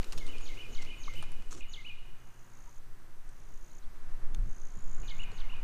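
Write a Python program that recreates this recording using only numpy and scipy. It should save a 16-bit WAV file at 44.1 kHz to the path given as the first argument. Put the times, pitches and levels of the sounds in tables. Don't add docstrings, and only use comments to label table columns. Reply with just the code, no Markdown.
import sys
import numpy as np
from scipy import signal
from scipy.fft import rfft, irfft, next_fast_len
from scipy.io import wavfile
from scipy.ndimage import uniform_filter1d, map_coordinates

SR = 44100
rng = np.random.default_rng(int(sys.argv[2]) if len(sys.argv) > 2 else 0)


def master_out(mix):
    frames = np.transpose(np.atleast_2d(mix))
    ceiling = np.clip(frames, -1, 1)
    pcm = np.round(ceiling * 32767).astype(np.int16)
    wavfile.write(sys.argv[1], SR, pcm)


def volts_from_db(level):
    exponent = np.asarray(level, float) / 20
    return 10 ** exponent


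N = 248283


def unit(x):
    return x / np.sqrt(np.mean(x ** 2) + 1e-20)


def along(points, hz):
    f, v = np.transpose(points)
    return np.interp(np.log(hz + 0.054), np.log(f), v)


def curves(rows, t):
    s, *cols = np.transpose(rows)
    return [np.interp(t, s, c) for c in cols]


def wobble(rate):
    return map_coordinates(rng.standard_normal(int(N * rate / SR) + 4), [np.arange(N) * rate / SR])


def bump(t, s, width):
    return np.exp(-.5 * ((t - s) / max(width, .005)) ** 2)


def coloured(x, spectrum):
    m = next_fast_len(N + 8192)
    gain = volts_from_db(along(spectrum, np.fft.rfftfreq(m, 1 / SR)))
    return irfft(rfft(x, m) * unit(gain), m)[:N]


def noise(spectrum):
    return unit(coloured(rng.standard_normal(N), spectrum))


def add(track, s, sound):
    part = track[round(s * SR):][:len(sound)]
    part += sound[:len(part)]


# moment in seconds, width in seconds, head change in dB, tail change in dB.
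BODY_TURN = (4.81, .035, 4, -14)


def stroke(s, first, last, levels):
    head_db, swell_db, tail_db, start_db = levels
    warm_up_s, tail_swell = .035, 0.47
    left = (last - s) / (last - first)
    soft_db = start_db * np.exp(-(s - first) / warm_up_s)
    turn = bump(s, *BODY_TURN[:2])
    return (head_db - swell_db * left - .5 * soft_db + BODY_TURN[2] * turn,
            tail_db - tail_swell * swell_db * left - soft_db + BODY_TURN[3] * turn)


# onset of the last pulse in seconds, number of pulses, pulses per second.
TRILLS = [(2.7765, 35, 57.1), (3.782, 32, 57.1), (5.016, 35, 57.1), (5.2335, 12, 57.4)]
# high head of the last pulse in dB, head swell over the trill in dB,
# low tail in dB, softer start in dB.
TRILL_LEVELS = [(-61.5, 10, -60, 14), (-60.5, 14, -58, 10), (-55.5, 4, -55, 36), (-56, 12, -57, 0)]
FILE_REACH = [1.04, 1.12, 1.0, 1.0]


def insect():
    early_sag = .038
    ground_db, ground_s, ground_drift = 3, .0008, .5
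    leaf_db, leaf_s = -12.5, .004
    out, t = np.zeros(N), np.arange(round(.011 * SR)) / SR
    u = t / 0.0077
    for (last, count, rate), levels, reach in zip(TRILLS, TRILL_LEVELS, FILE_REACH):
        chance = rng.standard_normal((count, 4))
        bounce = np.cumsum(ground_drift * rng.standard_normal(count)) + 2 * np.pi * rng.random()
        edge = np.clip(t / .0011, 0, 1) * np.clip((reach - u) / .25, 0, 1)
        for k, (late, size, detune, beat) in enumerate(chance):
            s = last - k / rate + 0.00038 * late
            head_db, tail_db = stroke(s, last - count / rate, last, levels)
            level = volts_from_db(head_db + (tail_db - head_db) * np.clip(4 * u - 1.9, 0, 1) + .3 + 2.1 * size)
            flutter = 1 + 0.17 * np.sin(2 * np.pi * 330 * t + 3 * beat)
            hz = (7200 - 350 * u - 950 * u ** 2) * (1 + 0.0057 * detune - early_sag * k / count)
            level *= volts_from_db(ground_db * np.cos(2 * np.pi * hz * ground_s + bounce[k]))
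            chirp = edge * level * flutter * np.sin(2 * np.pi * np.cumsum(hz) / SR)
            add(out, s, chirp)
            add(out, s + leaf_s * (1 + .3 * np.tanh(beat)), volts_from_db(leaf_db) * chirp)
    return out


def whistle(note, t, db):
    hz, level = curves(note, t)
    alive = (t > note[0][0]) & (t < note[-1][0])
    return alive * volts_from_db(db + level) * np.sin(2 * np.pi * np.cumsum(hz) / SR)


def twigs(tone, spread, scatter_db):
    path = np.zeros(round(spread * SR) + 2)
    path[0] = 1
    where, size = rng.random((2, 5))
    path[1 + (where * (len(path) - 2)).astype(int)] = volts_from_db(scatter_db) * (2 * size - 1)
    return np.convolve(tone, path / np.linalg.norm(path))


# frequency in Hz, t60 in seconds.
WOOD_T60 = [(1500, 0.75), (2900, 1.55), (4500, .9), (7000, 0.55)]
# frequency in Hz, level in dB.
WOOD_COLOUR = [(1500, -2), (3000, -6), (4500, 0), (6000, 7), (7000, 2.5)]


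def trees(x):
    hz, t, z = signal.stft(rng.standard_normal(SR * 3 // 2), SR, nperseg=256)
    fade_db = along(WOOD_COLOUR, hz)[:, None] - 60 * t / along(WOOD_T60, hz)[:, None]
    tail = signal.istft(z * volts_from_db(fade_db) * np.clip(t / .04, 0, 1), SR, nperseg=256)[1]
    return volts_from_db(-34.5) * signal.fftconvolve(x, tail)[:len(x)]


def brightened(note, late, slope_db, gap_db):
    s, hz, level = np.transpose(note)
    gap = gap_db * np.exp(-.5 * (np.log2(hz / 5470) / 0.093) ** 2)
    tilt = slope_db * np.log2(hz / 3800)
    return np.transpose([s + late * np.clip(s / .04, 0, 1), hz, level + gap + tilt])


# time from phrase start in seconds, pitch in Hz, level in dB.
HOOK = [(.16, 2050, -26), (.165, 2280, -6), (.171, 2620, -4), (.177, 2830, -2), (.185, 2945, 0),
        (.192, 2905, -3), (.198, 2780, -9), (.203, 2660, -30)]


def hooks(ratio):
    sung = np.multiply(HOOK, [1, ratio, 1])
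    duller_db = 11 * np.log2(sung[:, 1] / sung[:, 1].max())
    return sung, sung + np.outer(duller_db, [0, 0, 1])


# time from phrase start in seconds, pitch in Hz, level in dB.
HEAD = [(0, 6950, -20), (.008, 6800, -11), (.022, 6680, -9), (.04, 6560, -26)]
FALL = [(0, 6950, -26), (.008, 6830, -20), (.036, 6150, -17), (.042, 5900, -15), (.046, 5400, -13),
        (.05, 4700, -8), (.056, 3800, -3), (.065, 3120, -7), (.073, 2890, -8), (.079, 2860, -35)]
LOW = [(.08, 2270, -32), (0.085, 2240, -11), (0.096, 2130, -9), (0.11, 2060, -10), (.12, 2040, -40)]
FLICK = [(.203, 3700, -24), (.207, 3200, -12), (.211, 2750, -7), (.216, 2500, -4), (.228, 2420, -5),
         (.242, 2390, -26)]
ECHO_S = [.0215, .024, .031]


def phrase(row, facing, droop, manner, gap_db, hook_ratio, wet_db):
    s, shift, fall_db, hook_db, wall_db = row
    low_db, flick_db, fence_db, head_db, near_db = facing
    late, lag, bright_db, fence_bright_db = manner
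    t = np.arange(SR // 4) / SR
    sagging = HEAD[0] + np.subtract(HEAD, HEAD[0]) * [1, droop, 1]
    head = whistle(sagging, t, fall_db + head_db)
    fall = whistle(brightened(FALL, late, bright_db, gap_db), t, fall_db)
    fence = whistle(brightened(FALL, late, fence_bright_db, gap_db), t, fall_db)
    low = whistle(LOW, t - late, hook_db + low_db) + whistle(FLICK, t - shift - lag, hook_db + flick_db)
    low, wall = [low + whistle(hook, t - shift, hook_db) for hook in hooks(hook_ratio)]
    song = np.zeros(N + SR)
    add(song, s + 1, fall + low + head)
    heard = volts_from_db(wet_db) * trees(song)
    add(heard, s + 1, twigs(fall + volts_from_db(near_db) * head, spread=.008, scatter_db=-2))
    add(heard, s + 1, twigs(low, spread=.006, scatter_db=-7))
    add(heard, s + 1 + ECHO_S[0], volts_from_db(fence_db) * twigs(fence, spread=.01, scatter_db=-1))
    add(heard, s + 1 + ECHO_S[1], volts_from_db(wall_db) * twigs(wall, spread=.004, scatter_db=-13))
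    add(heard, s + 1 + ECHO_S[2], twigs(head, spread=.008, scatter_db=-3))
    return heard


CUTS = [0, 1.605, 5.026, 6]
# start in seconds, shift of the hook in seconds, fall level in dB,
# lower notes in dB, wall echo in dB.
PHRASES = [
    [(-.176, 0, -56, -61, 0), (.124, -0.012, -49.5, -47.5, -2), (.404, 0.00074, -47, -45, 2),
     (.695, 0.0011, -46, -44, 0), (.983, 0.0017, -48, -45, 1.5)],
    [(1.383, 0.0044, -40, -40.5, -0.5), (1.682, 0, -40.5, -41.5, -2)],
    [(4.73, 0, -50, -48.5, 0.5), (5.024, 0.00029, -45, -43.5, -1.5), (5.319, 0.0065, -49, -48, -0.3)],
]
# low note in dB, flick in dB, fence echo of the fall in dB,
# head in dB, direct share of the head in dB.
FACING = [
    [(9, 0, -4, 0, -8), (3.5, 4.5, -1.5, 0, -8), (2.5, -0.5, 2, -2.5, -3), (3.5, 0.5, 1, -2, -7),
     (3.5, -0.5, -3, -1.5, 2)],
    [(1.5, -4, -5, -12, -6), (1.5, -0.5, -6, -7, -9)],
    [(-4, 3.5, -2, -9, -6), (2, -2.5, 3.5, -10, -3), (-1, 0.5, 2.5, -11, 9)],
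]
DROOP = [
    [1, 1.3, 1, 1.1, 2],
    [1, 1],
    [1, 1, 1.2],
]
# delay of the fall in seconds, delay of the flick in seconds,
# brightness of the fall in dB per octave, brightness of its echo in dB per octave.
MANNER = [
    [(0, 0.0022, 0, 0), (0, .008, -4, 0), (.0015, 0.0043, 1, 2), (0.0015, 0.00032, 0, 3), (.003, 0, 7.5, 8)],
    [(0, .007, -1, 0), (0, 0.00203, -2, 0)],
    [(0, 0.0027, 0, 0), (0.0003, .001, -4, 1), (.007, 0.0013, 1, 2)],
]
WET_DB = [2.5, -3, 1.5]


def wren():
    out, clock = np.zeros(N), np.arange(N) / SR
    gap_dbs, hook_ratios = [-3, -9, -13], [1.02, 1.005, 1.005]
    for shot, (start, end) in enumerate(zip(CUTS, CUTS[1:])):
        place = gap_dbs[shot], hook_ratios[shot], WET_DB[shot]
        rows = zip(PHRASES[shot], FACING[shot], DROOP[shot], MANNER[shot])
        heard = sum(phrase(*row, *place) for row in rows)
        shown = np.clip((clock - start) / .004, 0, 1) * np.clip((end - clock) / .004, 0, 1)
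        out += heard[SR:] * shown
    return out


def contacts(events):
    grit, thud, t = np.zeros(N), np.zeros(N), np.arange(SR // 20) / SR
    for s, db, low_db, t60 in events:
        a, b, spikes = rng.standard_normal((3, len(t)))
        shape = volts_from_db(db - 60 * t / max(t60, .003)) * np.clip(t / .0005, 0, 1)
        add(grit, s, shape * volts_from_db(-3.5 + 3.5 * spikes) * a)
        add(thud, s, shape * volts_from_db(low_db + 0.5) * b)
    return grit, thud


# start in seconds, peak in dB, low thud in dB.
PEBBLE_STEP = [(1.507, -48, -7), (1.5095, -48, -7), (1.51, -39, -11), (1.516, -38.5, -9), (1.5201, -37, -9),
               (1.5268, -34, -6), (1.5322, -42, -7), (1.5364, -42, -7), (1.5427, -45, -7),
               (1.5482, -43, -5), (1.5516, -44, -7), (1.5554, -48, -7), (1.5664, -48, -4), (1.574, -48, -5),
               (1.5736, -44, -6), (1.5776, -47, -5), (1.5824, -44, -6), (1.5874, -49, -5),
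               (1.5924, -50, -7), (1.5993, -51, -7), (1.6054, -49, -5)]


def stones():
    chance = 2 * rng.random((len(PEBBLE_STEP), 2)) - 1
    return [(s, db - 4 + 0.5 * size, low_db, 0.012 * (1 + 0.27 * ring))
            for (s, db, low_db), (ring, size) in zip(PEBBLE_STEP, chance)]


def drag(rows):
    out = np.zeros(N)
    for s, length, db, fade_db in rows:
        t = np.arange(0, length, 1 / SR)
        rise = t + (s < .001)
        edge = np.clip(np.minimum(rise, length - t) / 0.011, 0, 1)
        spikes = uniform_filter1d(rng.standard_normal(len(t)), size=40)
        add(out, s, edge * volts_from_db(db + fade_db * t / length + 2.5 * unit(spikes)) * rng.standard_normal(len(t)))
    return out


def snaps(rows):
    roughness, width = 0.67, .25
    out, t = np.zeros(N), np.arange(SR // 14) / SR
    for s, db, hz, t60 in rows:
        rough = unit(uniform_filter1d(rng.standard_normal(len(t)), size=round(SR / (width * hz))))
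        ring = (1 + roughness * rough) * np.sin(2 * np.pi * hz * t)
        add(out, s, volts_from_db(db - 60 * t / max(t60, .003)) * np.clip(t / .001, 0, 1) * ring)
    return out


# start in seconds, peak in dB, low thud in dB, t60 in seconds.
STEPS = [(0.0154, -51, -5, 0.02), (0.0285, -44, -14, 0.022), (0.0425, -43, -7, 0.029),
         (0.1225, -35.5, -35, 0.033), (0.129, -34.5, -5, 0.0094), (0.1324, -48, -0.5, 0.057),
         (0.177, -42, -15, 0.058), (0.181, -42, -22, 0.012), (0.2655, -47, -21, 0.065),
         (0.2774, -49, -7, 0.024), (0.2864, -49.5, -2, 0.029), (0.3822, -44.5, -22, 0.017),
         (0.409, -49, -6, 0.028), (0.5432, -47, -8, 0.017), (0.82, -46.5, -9, 0.029),
         (0.8262, -47, -8, 0.027), (0.8488, -49, -6, 0.031), (1.1367, -46, -7, 0.016),
         (1.2252, -44, -2, 0.036), (1.2372, -47, -4, 0.025), (1.3175, -54.5, 0.5, 0.042),
         (1.4216, -52, -8, 0.019), (3.2904, -58, -17, 0.015), (4.3469, -37.5, -16, 0.0091),
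         (5.033, -53, -1, 0.016), (5.3165, -50, 3, 0.014), (5.5658, -56, 4, 0.017)]
# start in seconds, length in seconds, peak in dB, fade in dB.
SCUFF = [(0, 0.3, -69, -20), (.805, .07, -61, -9), (1.135, 0.108, -62, -8)]
PEBBLE_SCUFF = [(1.502, 0.058, -57.5, 0), (1.556, 0.062, -59.5, -6)]
SWISH = [(1.148, .075, -61.5, -7)]
# start in seconds, peak in dB, pitch in Hz, t60 in seconds.
SNAPS = [(.029, -47, 4500, .02), (.032, -43, 2300, .015), (.043, -45.5, 8600, 0.014),
         (.123, -45, 8900, .015), (.129, -41, 8400, .015), (.124, -56, 624, 0.054), (.124, -48.5, 858, .06),
         (.178, -48, 8600, .03), (.181, -44.5, 5550, 0.027), (.18, -52, 13200, .02),
         (.2655, -47.5, 8440, .02), (.2655, -49, 3870, .02), (.278, -49, 8600, 0.016),
         (.821, -50, 7650, 0.032), (.823, -46, 5550, .02), (1.137, -46.5, 7650, .015),
         (1.137, -49, 3600, .012), (1.139, -53, 525, .07), (1.225, -45, 9000, .02), (1.226, -49, 840, .07),
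         (1.226, -50, 640, .07), (1.317, -55, 7540, .02), (1.318, -52, 9800, .015),
         (1.424, -58, 4600, .012), (1.527, -40, 6500, .012), (1.607, -52, 6800, .015),
         (3.292, -52, 8200, 0.011), (5.033, -43, 720, .014), (.411, -55, 9360, .02),
         (5.317, -53, 7900, .012), (5.317, -50, 4200, .012)]
# frequency in Hz, level in dB per Hz.
GRIT = [(1180, -13), (2000, -10), (2700, -2), (3850, -6.5), (4260, -3.5), (5220, -8), (6740, -8.5),
        (15200, -31)]
PEBBLES = [(1200, -35), (2200, -6.5), (3500, -4.5), (4800, -7.5), (6000, 0.5), (7500, -0.5), (10000, -15),
           (15300, -32)]
THUD = [(150, -120), (300, -25), (600, -5), (1200, 8.5), (2200, -6), (3500, -50), (6000, -120)]
HISS = [(4000, -120), (6000, -19), (8000, 0.5), (10000, -2), (13000, -2.5), (16000, -4)]


def feet():
    grit, thud = contacts(STEPS)
    pebbles, push = contacts(stones())
    out = coloured(grit + drag(SCUFF), GRIT)
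    out += coloured(pebbles + drag(PEBBLE_SCUFF), PEBBLES)
    out += coloured(thud + push, THUD)
    return out + coloured(drag(SWISH), HISS) + snaps(SNAPS)


# pitch in Hz, level in dB, t60 in seconds.
TICK = (4.3474, [(2300, -48, 0.01), (3600, -38, 0.0058), (6400, -37.5, 0.0056), (9500, -48, 0.0052)])
# start in seconds, peak in dB, pitch in
# Hz, t60 in seconds.
MORE_SNAPS = [(.383, -50, 3020, .012), (.384, -51, 8600, .012), (1.079, -52, 4200, .01),
              (1.079, -54, 5800, .01), (5.033, -53, 450, .015), (5.322, -48.5, 450, .045),
              (5.316, -54, 799, 0.018)]


def pole():
    out, t = np.zeros(N), np.arange(SR // 50) / SR
    s, modes = TICK
    add(out, s, sum(volts_from_db(db - 60 * t / t60) * np.sin(2 * np.pi * hz * t) for hz, db, t60 in modes))
    return out + snaps(MORE_SNAPS)


# start in seconds, peak in dB, pitch in Hz, life in seconds.
DRIPS = [(1.078, -37, 945, 0.0081), (2.661, -59, 923, 0.044), (5.53, -48, 880, 0.0113)]


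def drips():
    out = np.zeros(N)
    for s, db, hz, life in DRIPS:
        climb = 0.0035 / life
        u = np.arange(0, 1, 1 / (life * SR))
        tone = np.sin(2 * np.pi * np.cumsum(hz * (1 + climb * u)) / SR)
        add(out, s, volts_from_db(db) * np.sin(np.pi * u) ** 1.15 * tone)
    return out


# centre in seconds, peak in dB, pitch in Hz, width in seconds.
BUMPS = [(.172, -41.5, 105, .007), (0.853, -47, 102, 0.0057), (1.135, -52, 75, 0.011),
         (1.385, -55, 90, 0.0066), (4.775, -47, 120, .007), (5.025, -42, 70, .008)]


def bumps():
    t = np.arange(N) / SR
    return sum(volts_from_db(db) * bump(t, s, width) * np.sin(2 * np.pi * hz * (t - s)) for s, db, hz, width in BUMPS)


# level at the cut in dB, fade in dB per second.
STIR = [(11.5, 5.5), (-10, -3), (1.5, 1)]


def stir(db):
    t = np.arange(N) / SR
    shot = np.searchsorted(CUTS, t, side="right") - 1
    start_db, fade_db = np.transpose(STIR)[:, shot]
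    return np.sqrt(1 + volts_from_db(db + start_db - fade_db * (t - np.take(CUTS, shot))) ** 2)


# time in seconds, strength in dB.
WIND = [(0.0, -33), (0.05, -48), (0.09, -26.5), (0.56, -25.5), (0.61, -34), (0.8, -25), (1.11, -29),
        (1.16, -25), (2.49, -41), (3.56, -33), (3.59, -39.5), (4.34, -25.5), (4.39, -40), (4.44, -29),
        (4.8, -23), (4.84, -27), (5.57, -26), (5.63, -32.5)]
# resting level in dB, how far it follows the strength in dB per dB.
LAYERS = [(-55.5, -0.02), (-62, 0.41), (-68.5, 0.28)]
# centre in seconds, width in seconds, buffet in dB,
# thump in dB, rush in dB.
JOLTS = [(0, 0.012, -41, -55, -71), (.175, 0.026, -55, -51.5, -66), (.33, 0.043, -54, -67, -65),
         (.56, 0.032, -65, -68, -67), (.7, 0.037, -66, -63, -68), (.85, 0.029, -68, -60.5, -75),
         (1.02, 0.036, -51, -67, -96), (1.17, 0.032, -63, -56, -84), (1.38, 0.022, -49, -59, -87),
         (1.56, 0.029, -49, -65, -58.5), (1.61, 0.0062, -39, -71, -71), (3.43, 0.052, -49, -76, -88),
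         (3.87, 0.034, -43.5, -73, -86), (4.09, 0.027, -53, -66, -90), (4.27, 0.039, -44, -63, -66.5),
         (4.43, 0.049, -27.5, -47, -69.5), (4.77, 0.014, -63, -54, -69), (4.9, 0.026, -55, -64, -78),
         (5.015, 0.012, -32, -60, -72), (5.22, 0.27, -59, -60, -83), (5.63, 0.023, -33.5, -59, -67)]
# frequency in Hz, level in dB per Hz.
PRESSURE = [(1, 10.5), (3, 21.5), (12, 16), (22, 5), (30, -58), (45, -120)]
BUFFET = [(10, -120), (16, -30), (24, 9), (40, -15), (60, -18.5), (80, -81), (120, -120)]
THUMP = [(30, -120), (45, -28), (60, 2), (120, 0), (220, -9.5), (280, -68), (400, -120)]
RUSH = [(110, -120), (170, -28), (230, 0), (380, -0.5), (600, -7.5), (800, -17), (1200, -120)]


def wind():
    t = np.arange(N) / SR
    strength_db, = curves(WIND, t)
    gust_db = uniform_filter1d(strength_db, size=round(.3 * SR))
    calm_db = -29.5
    buffet, thump, rush = [volts_from_db(db + follows * (gust_db - calm_db)) for db, follows in LAYERS]
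    knocks = sum(volts_from_db(np.array(dbs))[:, None] * bump(t, s, width) for s, width, *dbs in JOLTS)
    eddy = wobble(24.94)
    out = volts_from_db(strength_db) * noise(PRESSURE) + (buffet + knocks[0]) * noise(BUFFET)
    out -= volts_from_db(-20) * np.exp(-t / .011)
    out += (thump + knocks[1]) * unit(volts_from_db(1.4 * eddy) * noise(THUMP))
    return out + (rush * stir(-1) + knocks[2]) * unit(volts_from_db(1.33 * eddy) * noise(RUSH))


# time in seconds, pitch in Hz, level in dB.
CHIP = [(0, 3800, -12), (.004, 3900, 0), (.011, 4350, -2), (.015, 4600, -14)]
# start in seconds, level in dB, pitch ratio.
CHIPS = [(3.704, -68, 1), (3.73, -73, 1.05), (3.822, -66, 1), (3.848, -72, 1.07), (3.838, -70, .85),
         (3.96, -72, .85)]


def far_bird():
    out = np.zeros(N)
    s, hz, level = np.transpose(CHIP)
    for start, db, ratio in CHIPS:
        chip = whistle(np.transpose([s, ratio * hz, level]), np.arange(SR // 50) / SR, db)
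        add(out, start, twigs(chip, spread=.006, scatter_db=-2))
    return out


# time in seconds, level in dB.
TRAFFIC_LEVEL = [(0.0, -61.5), (1.35, -65), (1.8, -67), (3.62, -66.5), (4.3, -62.5), (4.67, -65),
                 (5.33, -59.5), (5.63, -61)]
# frequency in Hz, level in dB per Hz.
TRAFFIC = [(300, -120), (500, -9), (700, -2), (1000, 0), (1500, -1), (2200, -6.5), (3500, -24), (5000, -28),
           (7700, -120)]
LEAVES = [(1500, -120), (2500, -1), (3500, -3.5), (5200, -4.5), (7000, -5), (9000, -19), (12000, -120)]
CHORUS = [(5000, -120), (5900, -3), (6200, -5), (6600, -18), (7200, -21), (8000, -120)]
# start in seconds, end in seconds, pitch in Hz, rms level in dB.
HUMS = [(.25, 1.6, 121, -65), (1.6, 3.5, 119, -68), (1.75, 2.5, 179, -74), (4.9, 6, 71, -68),
        (4.9, 6, 105, -66), (0, 6, 241, -78), (0, 6, 357, -79)]


def distance():
    t = np.arange(N) / SR
    traffic_db, = curves(TRAFFIC_LEVEL, t)
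    out = volts_from_db(traffic_db + 1.0 + 0.39 * wobble(8.8)) * noise(TRAFFIC)
    out += stir(0) * volts_from_db(-73.5 + 0.66 * wobble(4.85)) * noise(LEAVES)
    out += stir(-5) * volts_from_db(-73) * noise(HISS)
    out += volts_from_db(-83.0 + 1.1 * wobble(3.13)) * noise(CHORUS)
    for start, end, hz, db in HUMS:
        on = np.clip((t - start) / 0.039, 0, 1) * np.clip((end - t) / 0.1, 0, 1)
        level = np.sqrt(2) * volts_from_db(db + 2.5 * wobble(6))
        out += on * level * np.sin(2 * np.pi * np.cumsum(hz + 1.5 * wobble(5)) / SR)
    return out


def scene():
    near = insect() + wren() + feet() + pole() + drips() + bumps()
    return (near + wind() + far_bird() + distance())[None]


def below(x, top_hz):
    m = next_fast_len(N + SR)
    wide = np.pad(x, ((0, 0), (SR // 2, m - N - SR // 2)), mode="reflect")
    return irfft(rfft(wide) * (np.fft.rfftfreq(m, 1 / SR) < top_hz), m)[:, SR // 2:][:, :N]


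def top_cut(x):
    return signal.sosfilt(signal.butter(12, 15390, fs=SR, output="sos"), x)


# start in seconds, end in seconds.
DULL_MOMENTS = [(.231, .268), (.375, .435), (.53, .565), (.085, .118), (.79, .815), (.87, .955),
                (1.255, 1.32), (1.425, 1.465), (1.552, 1.59), (1.597, 1.612), (1.815, 1.855), (1.955, 2.05),
                (3.27, 3.31), (3.405, 3.46), (3.83, 3.89), (3.995, 4.125), (4.2, 4.343), (4.39, 5.025),
                (5.3, 5.34), (5.41, 5.45), (5.51, 5.63)]


def record(dry):
    t = np.arange(N) / SR
    body = below(dry, 13000)
    top = below(dry, 15400) - body
    open_top = 1 - sum(1.0 * (t > start) * (t < end) for start, end in DULL_MOMENTS)
    open_top = np.maximum(open_top, .22 * (t < CUTS[1] + .01))
    kept = body + top * uniform_filter1d(open_top, size=400)
    return top_cut(kept)


dry = scene()
out = record(dry)
master_out(out)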